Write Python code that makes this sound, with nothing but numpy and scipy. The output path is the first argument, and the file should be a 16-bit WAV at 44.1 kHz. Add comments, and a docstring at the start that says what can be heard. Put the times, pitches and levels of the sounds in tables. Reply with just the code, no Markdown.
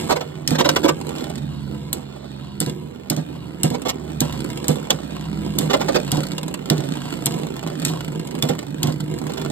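"""Two toy tops spin in a covered plastic arena, close to a two-port microphone.
From the start their unbalance hums through the thin floor while the tips scrub and hiss, and a tip rasps on
the toothed rim; the tops clack at half a second, bump the wall, and a staggering tip taps from one second.
From about two seconds they clack together every half second or so and drop back on the booming floor.
The rim and the wall sound again near six seconds; two last short rasps come after nine."""
import sys
import numpy as np
from scipy import signal
from scipy.fft import rfft, irfft, next_fast_len
from scipy.io import wavfile
from scipy.ndimage import uniform_filter1d

SR = 44100
rng = np.random.default_rng(int(sys.argv[2]) if len(sys.argv) > 2 else 0)


def master(y):
    """Save y as 16-bit WAV."""
    cut = np.clip(np.atleast_2d(y).T, -1, 1)
    pcm = np.round(cut * 32767)  # scale
    wavfile.write(sys.argv[1], SR, pcm.astype(np.int16))


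N = 419391
TIME = np.arange(N) / SR
RING_TIME = np.arange(SR // 4) / SR  # room for one short sound

# top meets top, presses into the floor, hops and lands:
# [t/s, clack level/dB before the common gain, brightness/dB per octave, skid level/dB re clack, ring f/Hz,
#  ring level/dB re clack, thud level/dB, time in the air/s, landing level/dB]
COLLISIONS = [(0.476, -15.5, 3.5, -20.5, 5470, -2, -17, 0.03, -4.5),
              (0.691, -19, 3, -38, 5600, 2, -47, 0.1, -23),
              (1.9295, -15.5, 23, -27, 4190, -1, -25.5, 0.025, -24),
              (2.603, -20.5, 7, -16, 9000, 3, -11.5, 0.059, -12),
              (3.0995, -13.5, 5.5, -28, 4780, -15, -8, 0.065, -10.5),
              (3.633, -14.5, 5.5, -21.5, 9420, -2, -3, 0.069, -10.5),
              (4.205, -13.5, 8, -22.5, 7070, -5, -6.5, 0.12, -14.5),
              (4.682, -14.5, 7.5, -20.5, 8060, -7, -4, 0.075, -17.5),
              (4.9046, -11, -1, -32, 3400, -8, -20, 0.025, -19.5),
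              (5.5862, -13.5, 5.5, -22.5, 5670, -4, -13.5, 0.033, -14.5),
              (6.1173, -18.5, 1.5, -23, 9640, -1, -8, 0.053, -10.5),
              (6.6999, -12, -1.5, -31, 3320, -12, -3.5, 0.08, -12.5),
              (7.2585, -14.5, 11, -28, 11100, -2, -12, 0.063, -15.5),
              (7.2658, -17, -2.5, -35, 11000, -4, -18, 0.074, -15.5),
              (7.850, -18.5, 6, -13.5, 7560, -1, -29, 0.043, -14),
              (8.4244, -13.5, 0, -25.5, 4000, -19, -7, 0.064, -6.5),
              (8.8303, -15.5, 1.5, -29, 3320, -10, -7.5, 0.041, -9.5)]
# level of the floor's low hum and rumble: [t/s, level/dB]
DRONE = [(0.0, -21.5), (0.16, -32.5), (1.77, -28.5), (2.19, -40.5), (2.75, -32), (2.91, -37), (4.07, -34),
         (4.58, -30.5), (4.97, -38.5), (5.21, -32.5), (5.56, -25.5), (5.72, -29), (6.27, -32.5),
         (8.84, -32), (9.5, -28)]
# the quicker top: [starting speed f/Hz, friction rate/(1/s), loss rate per hard blow]
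FAST_TOP = (91, .024, .0252)
# modes of the rim wall: [f/Hz, level/dB, t60/s]
WALL = [(302, -1, 0.046), (428, -8, 0.007), (561, -0.5, 0.046), (940, -9, 0.033), (1178, -8, 0.069),
        (1510, -9.5, 0.053)]
# spectrum of a tip knocking or rubbing on the rim or floor: [f/Hz, level/dB]
RIM_SPECTRUM = [(70, -48), (200, 4), (320, 6.5), (580, 4.5), (1700, -13), (3500, -14.5), (6000, -19),
                (9000, -29), (10300, -39), (12500, -28.5), (16000, -45)]
# spectrum of the fine hiss and the tip's ticks: [f/Hz, level/dB]
HISS_SPECTRUM = [(700, 2.5), (1900, 1.5), (2500, 5.5), (4750, 6.5), (6000, -1), (7700, 5), (9200, 2.5),
                 (10400, -12), (12600, -1), (14600, -14), (17000, -40)]


def whir(fast_db=-7, slow_hum_db=-7, boom_db=-9, lean_boom_db=7, scrub_db=-43, hiss_db=-6,
         chatter_db=-6, lean_chatter_db=6, slow_db=-6):
    """Upright tops hum, leaning ones chatter; the floor turns that into boom, scrub and a fine hiss."""
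    # the slower top: [starting speed f/Hz, friction rate/(1/s), loss rate per hard blow]
    slow_top = (76.4, .043, .0188)
    # each top's unbalance, from its turning rate upwards: [level/dB of each harmonic]
    fast_orders = [5, -22, 4, -7.5, -7]
    slow_orders = [-1.5, 1, 1, -1.5, -0.5, -10.5]
    # how hard the tips grind on the floor: [t/s, level/dB]
    grind = [(0.0, -31.5), (0.26, -48.5), (0.5, -54), (0.69, -36.5), (0.9, -46), (1.22, -43), (1.48, -51.5),
             (3.04, -56.5), (3.47, -53.5), (4.63, -42), (5.0, -46.5), (5.48, -44.5), (5.9, -37),
             (6.14, -38.5), (6.54, -51), (6.85, -39.5), (8.94, -51), (9.5, -42)]
    # spectrum of the floor's rumble: [f/Hz, level/dB]
    boom_spectrum = [(45, -42.5), (70, -17), (105, -29), (155, 0.5), (185, -15.5), (250, -7), (340, -11.5),
                     (480, -19), (1000, -49)]
    # spectrum of the scrubbing tips: [f/Hz, level/dB]
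    scrub_spectrum = [(100, -22), (270, 2.5), (450, -2), (700, -3.5), (1900, -19), (2900, -13.5),
                      (9000, -45.5)]
    usual_grind_db, scrub_share = -46, 0.57  # the scrub swells less than the hiss
    usual_drone_db, hum_share = -32, 0.76  # the hum swells less than the rumble

    grind_db, drone_db, lean = follow(grind)[0], follow(DRONE)[0], leaning()
    fast_calm, slow_calm = amp(calm())
    fast_hum, fast_scrape = top(spin(*FAST_TOP), fast_orders, wobble_hz=25.79)
    slow_hum, slow_scrape = top(spin(*slow_top), slow_orders, wobble_hz=19)
    chatter = amp(lean_chatter_db * (lean - .5)) * (fast_scrape + amp(slow_db) * slow_scrape)

    # the worn floor grips unevenly
    scuffs = unit(amp(2.5 * drift(250) + 1.5 * drift(25)))
    low_scuff, middle_scuff, high_scuff = rng.standard_normal((3, N)) * scuffs

    hum = amp(fast_db) * fast_calm * fast_hum + amp(slow_hum_db) * slow_calm * slow_hum
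    rumble = amp(boom_db + lean_boom_db * lean) * colour(low_scuff + chatter, boom_spectrum)
    rumble = rumble / np.sqrt(slow_calm)  # an upright top rumbles less
    scrub = amp(scrub_db) * colour(middle_scuff + chatter, scrub_spectrum)
    hiss = amp(hiss_db) * colour(high_scuff, HISS_SPECTRUM)
    hiss = hiss + amp(chatter_db) * colour(chatter, HISS_SPECTRUM)

    low = amp(usual_drone_db + hum_share * (drone_db - usual_drone_db)) * hum + amp(drone_db) * rumble
    return low + amp(scrub_share * (grind_db - usual_grind_db)) * scrub + amp(grind_db) * hiss


def top(hz, orders_db, wobble_hz, waver=.002, flutter=.12):
    """One top: harmonics of its turning that shake the floor, and a scrape of the tip once a turn."""
    # how the floor answers a steady shake: [f/Hz, level/dB]
    floor_response = [(45, -31), (70, -6.5), (105, -14), (140, -0.5), (165, 0), (210, -3), (270, -13),
                      (480, -23)]
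    wobble_db, uneven_db, cluster_db = 3.5, 1.8, 2  # wobble at 70 turns per s, turn to turn, clusters
    scrape_s = .002  # decay time

    turns = np.cumsum(hz * (1 + waver * drift(12))) / SR
    hum = np.zeros(N)
    for k, db in enumerate(orders_db, 1):
        size = amp(read(floor_response, k * hz) + db) * (1 + flutter * drift(9))
        hum += size * np.sin(2 * np.pi * (k * turns + rng.random()))

    # the axis circles, wider as the top slows
    wobble = np.sin(2 * np.pi * np.cumsum(wobble_hz * (1 + 0.0825 * drift(3))) / SR)
    size_db = uneven_db * rng.standard_normal(N)[turns.astype(int)]
    size_db = size_db + wobble_db * (70 / hz) ** 2 * wobble
    size_db = size_db + cluster_db * np.tanh(drift(18))
    since_scrape_s = (turns % 1) / hz
    scrape = amp(size_db) * np.exp(-since_scrape_s / scrape_s) * rng.standard_normal(N)
    return hum, unit(scrape)


def spin(start_hz, friction, blow_loss, hard_blow_db=-20):
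    """A top's turns per second: friction slows it steadily, each hard blow by a step."""
    hard = [s for s, *_, thud_db, _, landing_db in COLLISIONS if max(thud_db, landing_db) > hard_blow_db]
    return start_hz * np.exp(-friction * TIME - blow_loss * np.searchsorted(hard, TIME))


def leaning(kick=0.4, settle_s=0.7, lean_per_s=0.059):
    """How far the tops lean, 0 (upright) to 1: blows tip them, they right themselves, and lean with time."""
    kicks = sum((TIME > s) * np.exp(-abs(TIME - s) / settle_s) for s, *_ in COLLISIONS)
    return np.tanh(kick * kicks + lean_per_s * TIME)


def calm(fade_s=0.27):
    """Each top's hum changes level as a calm spell fades in and out: (fast dB, slow dB)."""
    # spells when a top stands upright: [start t/s, end t/s, fast top's gain/dB, slow top's gain/dB]
    calm_spells = [(1.4, 2.635, -1, 6.5), (3.89, 4.611, 4.5, -4), (5, 5.67, 3.5, 7.5)]
    gains = 0
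    for start, end, *gains_db in calm_spells:
        inside_s = np.minimum(TIME - start, end - TIME)
        gains = gains + np.outer(gains_db, np.clip(.5 + inside_s / fade_s, 0, 1))
    return gains


def clacks(level_db=7, ring_s=0.0013, ring_spread=0.12, tick_db=-10.5, tick_tilt_db=-1, tick_skid_db=-22):
    """Top meets top: the parts struck ring briefly at their own pitch; the tip ticks as it lands."""
    out, t = np.zeros(N), RING_TIME
    for s, db, tilt_db, skid_db, ring_hz, ring_db, _, air_s, landing_db in COLLISIONS:
        place, phase = rng.random((2, 5, 1))
        # five parts near the ring pitch
        hz = ring_hz * (1 + ring_spread * (np.linspace(-1, 1, 5)[:, None] + (place - .5) / 2))
        parts = unit(np.sin(2 * np.pi * (hz * t + phase)).sum(0)) * np.exp(-t / ring_s)
        add(out, s, amp(db + level_db) * (clack(tilt_db, skid_db) + amp(ring_db) * parts))
        add(out, s + air_s, amp(landing_db + tick_db) * clack(tick_tilt_db, tick_skid_db))
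    return out


def clack(tilt_db, skid_db, crack_s=0.0012, graze_db=-18, graze_s=0.0049, skid_s=0.039, shell_db=-23,
          blade_hz=5100, blade_db=1):
    """A crack that rings the shell, a stutter of grazing blades, and a ragged skid in which the blades sing."""
    # spectrum of plastic cracking on plastic: [f/Hz, level/dB]
    crack_spectrum = [(300, -26), (1600, -4), (3300, 4), (8500, -0.5), (10400, -7.5), (14000, -3),
                      (17000, -24)]
    t = RING_TIME
    blow, slide, grip, blades = rng.standard_normal((4, len(t)))

    stutter = unit(amp(9 * np.tanh(unit(uniform_filter1d(blades, size=30)))))
    decay = np.exp(-t / crack_s) + amp(graze_db) * stutter * np.exp(-t / graze_s)
    strike = 2 * blow * decay * (1 - np.exp(-t / 0.00093))  # rise time in s

    raggedness = unit(amp(8 * np.tanh(unit(uniform_filter1d(grip, size=130)))))
    skid = slide * raggedness * np.exp(-t / skid_s)
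    singing = signal.lfilter(*signal.iirpeak(blade_hz, 20, fs=SR), skid)

    crack = colour(strike, crack_spectrum, tilt_db) + amp(shell_db) * shell()
    return crack + amp(skid_db) * (colour(skid, HISS_SPECTRUM, 0.82) + amp(blade_db) * singing)


def landings(press_s=.008, rise_s=0.0061, buzz_db=-14, buzz_s=0.021):
    """The thin floor booms under each blow and again as the top lands, its tip buzzing briefly."""
    # modes of the arena floor: [f/Hz, level/dB, t60/s]
    floor_modes = [(136.4, -12.5, 0.094), (153.5, -4, 0.2), (213.8, -2.5, 0.077), (249.4, -7.5, 0.14),
                   (281.6, 0.5, 0.042), (372, -15.5, 0.052), (490, -12.5, 0.068), (726, -2, 0.029)]
    out, t = np.zeros(N), RING_TIME
    for s, *_, thud_db, air_s, landing_db in COLLISIONS:
        for delay, db in (0, thud_db), (air_s, landing_db):
            boom = ring(floor_modes, vary_db=1.0, detune=0.015)
            buzz = colour(rng.standard_normal(len(t)) * np.exp(-t / buzz_s), RIM_SPECTRUM, tilt_db=0.5)
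            thud = (1 - np.exp(-t / rise_s)) * (boom + amp(buzz_db) * buzz)
            add(out, s + delay + press_s, amp(db) * thud)  # the floor answers just after the contact
    return out


def rasps(teeth=11, grit=1.0, rise_s=0.0039, release_s=0.0049, wall_db=-13, shell_db=-13):
    """The geared tip strikes the rim tooth after tooth; wall and shell ring differently at each spot."""
    # a tip runs along the toothed rim: [t/s, length/s, level/dB, brightness/dB per octave]
    rim_runs = [(0.091, 0.038, -17.5, 2), (0.157, 0.015, -22, 1.3), (0.205, 0.011, -24, 1.6),
                (0.546, 0.012, -20.5, 1.8), (0.583, 0.03, -13, 1.5), (0.643, 0.019, -16, 1.5),
                (0.688, 0.0048, -8.5, 3), (0.758, 0.01, -12, 2.6), (0.831, 0.03, -16.5, 1.1),
                (0.879, 0.016, -13.5, 2), (3.736, 0.017, -25.5, 1), (3.85, 0.023, -21.5, 0.8),
                (3.882, 0.019, -20.5, 6), (4.899, 0.014, -17.5, 0.5), (5.696, 0.018, -18.5, 1),
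                (5.73, 0.016, -12, 1.3), (5.802, 0.02, -21, 0.6), (5.882, 0.0089, -16, 1.1),
                (5.943, 0.026, -14.5, 1.1), (9.291, 0.014, -29.5, 2), (9.371, 0.0071, -23.5, 2.5)]
    out, t = np.zeros(N), RING_TIME
    spin_hz = spin(*FAST_TOP)
    for s, length, db, tilt_db in rim_runs:
        slip, size, noise = rng.standard_normal((3, len(t)))
        teeth_hz = teeth * spin_hz[int(s * SR)] * (1 + 2.5 * uniform_filter1d(slip, size=200))
        passed = np.cumsum(teeth_hz) / SR
        strikes = np.diff(np.floor(passed), prepend=0) * (1 + size)
        press = (1 - np.exp(-t / rise_s)) * np.exp(-np.maximum(t - length, 0) / release_s)
        force = (unit(strikes - strikes.mean()) + grit * noise) * press
        wall = unit(signal.fftconvolve(force, ring(WALL, vary_db=2, detune=.012))[:len(t)])
        body = unit(signal.fftconvolve(force, shell())[:len(t)])
        rasp = unit(colour(force, RIM_SPECTRUM, tilt_db)) + amp(wall_db) * wall + amp(shell_db) * body
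        add(out, s, amp(db) * rasp * np.sqrt(np.mean(press ** 2)))
    return out


def bumps(rise_s=0.0033, width_octaves=0.73):
    """A top's body hits the wall: a hollow knock in the modes that this spot favours."""
    # a top bumps the rim wall: [t/s, favoured f/Hz, peak level/dB]
    wall_hits = [(0.661, 320, -10.5), (.696, 453, -16), (.845, 300, -6), (.857, 540, -6),
                 (0.887, 1240, -9.5), (5.741, 330, -10.5), (5.892, 550, -11.5), (6.176, 260, -14)]
    out = np.zeros(N)
    for s, spot_hz, db in wall_hits:
        # modes fall by 6 dB for each width away from the favoured pitch
        modes = [(hz, mode_db - 6 * abs(np.log2(hz / spot_hz)) / width_octaves, t60)
                 for hz, mode_db, t60 in WALL]
        knock = ring(modes, vary_db=1, detune=.02) * (1 - np.exp(-RING_TIME / rise_s))
        add(out, s, amp(db) * knock / abs(knock).max())
    return out


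def taps(tap_s=0.0034, knock_db=-2, knock_s=0.004, knock_tilt_db=1.0, shell_db=-13):
    """A wobbling top touches down: a sharp tick, a small knock and a short ring of the shell."""
    # single hard taps of a staggering tip: [t/s, level/dB]
    touches = [(1.0127, -29), (1.0684, -27.5), (1.0916, -26.5), (1.1602, -30), (1.1833, -30), (1.2073, -30),
               (1.241, -27.5), (1.2985, -28), (1.356, -32), (1.3796, -32), (2.697, -27.5), (3.819, -27),
               (4.375, -36), (4.404, -28), (4.4437, -29), (4.5018, -26), (4.574, -25.5), (4.6433, -24.5),
               (6.2332, -25), (6.2681, -28), (6.318, -24.5), (6.381, -21), (6.4313, -25.5), (6.4811, -25),
               (6.541, -20), (6.6572, -28.5), (7.3875, -31), (7.5652, -28), (7.6349, -33.5), (7.674, -27),
               (7.798, -28.5), (7.8185, -26), (8.0068, -28), (8.0459, -30.5), (8.1955, -33), (8.273, -31),
               (8.3104, -29.5), (8.351, -27), (8.3879, -27.5), (8.493, -21), (8.5898, -25), (8.9226, -30),
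               (9.0044, -27), (9.187, -29.5), (9.268, -29), (9.3361, -28), (9.415, -28)]
    out, t = np.zeros(N), RING_TIME
    for s, db in touches:
        tick, knock = rng.standard_normal((2, len(t)))
        spot_db = rng.standard_normal()  # brightness of this spot, dB per octave
        tick = colour(tick * np.exp(-t / tap_s), HISS_SPECTRUM, spot_db)
        knock = colour(knock * np.exp(-t / knock_s), RIM_SPECTRUM, knock_tilt_db + spot_db)
        add(out, s, amp(db) * (tick + amp(shell_db) * shell() + amp(knock_db) * knock))
    return out


def drumming(level_db=-7, hz=154, width_hz=13, lean_db=4.5):
    """The rolling tips keep the floor's main mode ringing like a drumhead."""
    mode = signal.iirpeak(hz, hz / width_hz, fs=SR)
    size_db = level_db + follow(DRONE)[0] + lean_db * leaning() - 0.63 * calm()[1]
    return amp(size_db) * unit(signal.lfilter(*mode, rng.standard_normal(N)))


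def sing(level_db=-62, hz=4000):
    """The slow top's smooth tip sings in a narrow band of hiss, louder when it stands upright."""
    band = signal.butter(2, [hz * .85, hz * 1.18], "bandpass", fs=SR)
    return amp(level_db + calm()[1]) * unit(signal.lfilter(*band, rng.standard_normal(N)))


def cover(x, low_db=-17, mid_db=-5, high_db=-8, count=7, orbit_hz=1.0964):
    """Dense echoes under the cover, different at each port and at each spot that the tops circle past."""
    # decay of the air under the cover: [f/Hz, t60/s]
    air_decay = [(200, 0.22), (1000, 0.08), (4000, 0.05), (14000, 0.033)]
    hz, t, z = signal.stft(rng.standard_normal((count, 2, len(RING_TIME))), SR, nperseg=256)
    tails = signal.istft(z * amp(-60 * t / read(air_decay, hz)[:, None]), SR, nperseg=256)[1]
    tails /= np.linalg.norm(tails, axis=-1, keepdims=True)
    tail_hz = np.fft.rfftfreq(tails.shape[-1], 1 / SR)
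    wet_db = read([(250, low_db), (550, mid_db), (4000, mid_db), (9000, high_db)], tail_hz)

    # the tops circle the bowl about once a second
    orbit = orbit_hz * TIME + np.arange(count)[:, None] / count
    nearness = np.exp(10 * np.cos(2 * np.pi * orbit))
    nearness /= np.linalg.norm(nearness, axis=0)
    echoes = signal.oaconvolve((x * nearness)[:, None], irfft(rfft(tails) * amp(wet_db)), axes=2)
    return echoes.sum(0)[:, :N]


def ports(x):
    """The microphone's two ports hear the arena with different phase and level."""
    # phase between the ports: [f/Hz, lead of the left/rad]
    port_phase = [(60, -.1), (160, -.3), (500, -1.7), (950, -5.2), (1550, -5.9), (2600, -3.3), (3400, -4.6),
                  (4200, -4.6), (4700, -3.3), (6300, -3.1), (7300, -.7), (8400, .1), (14400, 9.2)]
    # balance between the ports: [f/Hz, level of left minus right/dB]
    port_balance = [(60, 2), (110, -2.5), (450, -10), (900, -4.5), (1200, 0.5), (1450, -3), (2400, -3.5),
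                    (3800, -5.5), (6000, 0.05)]
    size = next_fast_len(N + SR // 10)
    hz = np.fft.rfftfreq(size, 1 / SR)
    turn = np.exp(.5j * read(port_phase, hz))  # the right port sets the timing
    half = amp(read(port_balance, hz) / 2) * turn
    return irfft(rfft(x, size) * np.array([half, 1 / half]) * turn, size)[:, :N]


def shell(count=36, low_hz=1105, high_hz=5400, decay_s=0.0036):
    """The plastic shell's many short modes; every spot that is struck rings with another set."""
    hz, size = rng.uniform(low_hz, high_hz, (count, 1)), rng.standard_normal((count, 1))
    modes = (size * np.sin(2 * np.pi * hz * RING_TIME)).sum(0)
    return unit(modes) * np.exp(-RING_TIME / decay_s)


def ring(modes, vary_db, detune, split_hz=330):
    """Dying modes; each blow lands elsewhere and weights them anew."""
    hz, db, t60 = np.transpose(modes)[:, :, None]
    weight, shift, side = rng.standard_normal((3, len(modes), 1))
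    upper = hz > split_hz  # the upper modes vary more, and may start either way
    db = db + vary_db * weight * np.where(upper, 1, .5)
    sign = np.where(upper, np.sign(side), 1)
    waves = np.sin(2 * np.pi * hz * (1 + detune * shift) * RING_TIME)
    return (sign * amp(db - 60 * RING_TIME / t60) * waves).sum(0)


def colour(x, spectrum, tilt_db=0):
    """Causal (minimum-phase) filter of unit energy with the given spectrum, tilted per octave."""
    hz = abs(np.fft.fftfreq(4096, 1 / SR))
    log_gain = np.log(amp(read(spectrum, hz) + tilt_db * np.log2(np.clip(hz, 300, 8000))))
    impulse = np.fft.ifft(np.exp(np.conj(signal.hilbert(log_gain)))).real[:len(hz) // 2]
    return signal.oaconvolve(x, impulse / np.linalg.norm(impulse))[:len(x)]


def drift(hz):
    """Random curve of rms 1, with a new value hz times a second and straight lines between."""
    return unit(np.interp(TIME * hz, np.arange(4000), rng.standard_normal(4000)))


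def amp(db):
    """Decibels to gain."""
    return 10 ** (np.asarray(db) / 20)


def unit(x):
    """Scales to rms 1."""
    return x / np.sqrt(np.mean(x ** 2) + 1e-20)


def read(points, hz):
    """Reads a spectrum on a log-frequency axis."""
    f, value = np.transpose(points)
    return np.interp(np.log(hz + 1), np.log(f), value)


def follow(rows):
    """The columns of a curve table at every sample."""
    s, *columns = np.transpose(rows)
    return [np.interp(TIME, s, c) for c in columns]


def add(mix, s, sound):
    """Mixes a sound in at time s."""
    part = mix[max(round(s * SR), 0):][:len(sound)]
    part += sound[:len(part)]


def scene(spread_db=2):
    """Blows come from one spot; rolling and rasping radiate from the whole shell and arrive more diffuse."""
    blows = clacks() + landings() + bumps()
    rolling = whir() + sing() + rasps() + taps() + drumming()
    return ports(blows + rolling + cover(blows + amp(spread_db) * rolling))


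def record(dry, edge_hz=16500):
    """The loudest peaks round off; then the band limit."""
    held = dry / (1 + dry ** 6) ** (1 / 6)
    low_pass = signal.firwin(255, edge_hz, window=("kaiser", 9), fs=SR)
    return signal.oaconvolve(held, low_pass[None], "same")


dry = scene()
out = record(dry)
master(out)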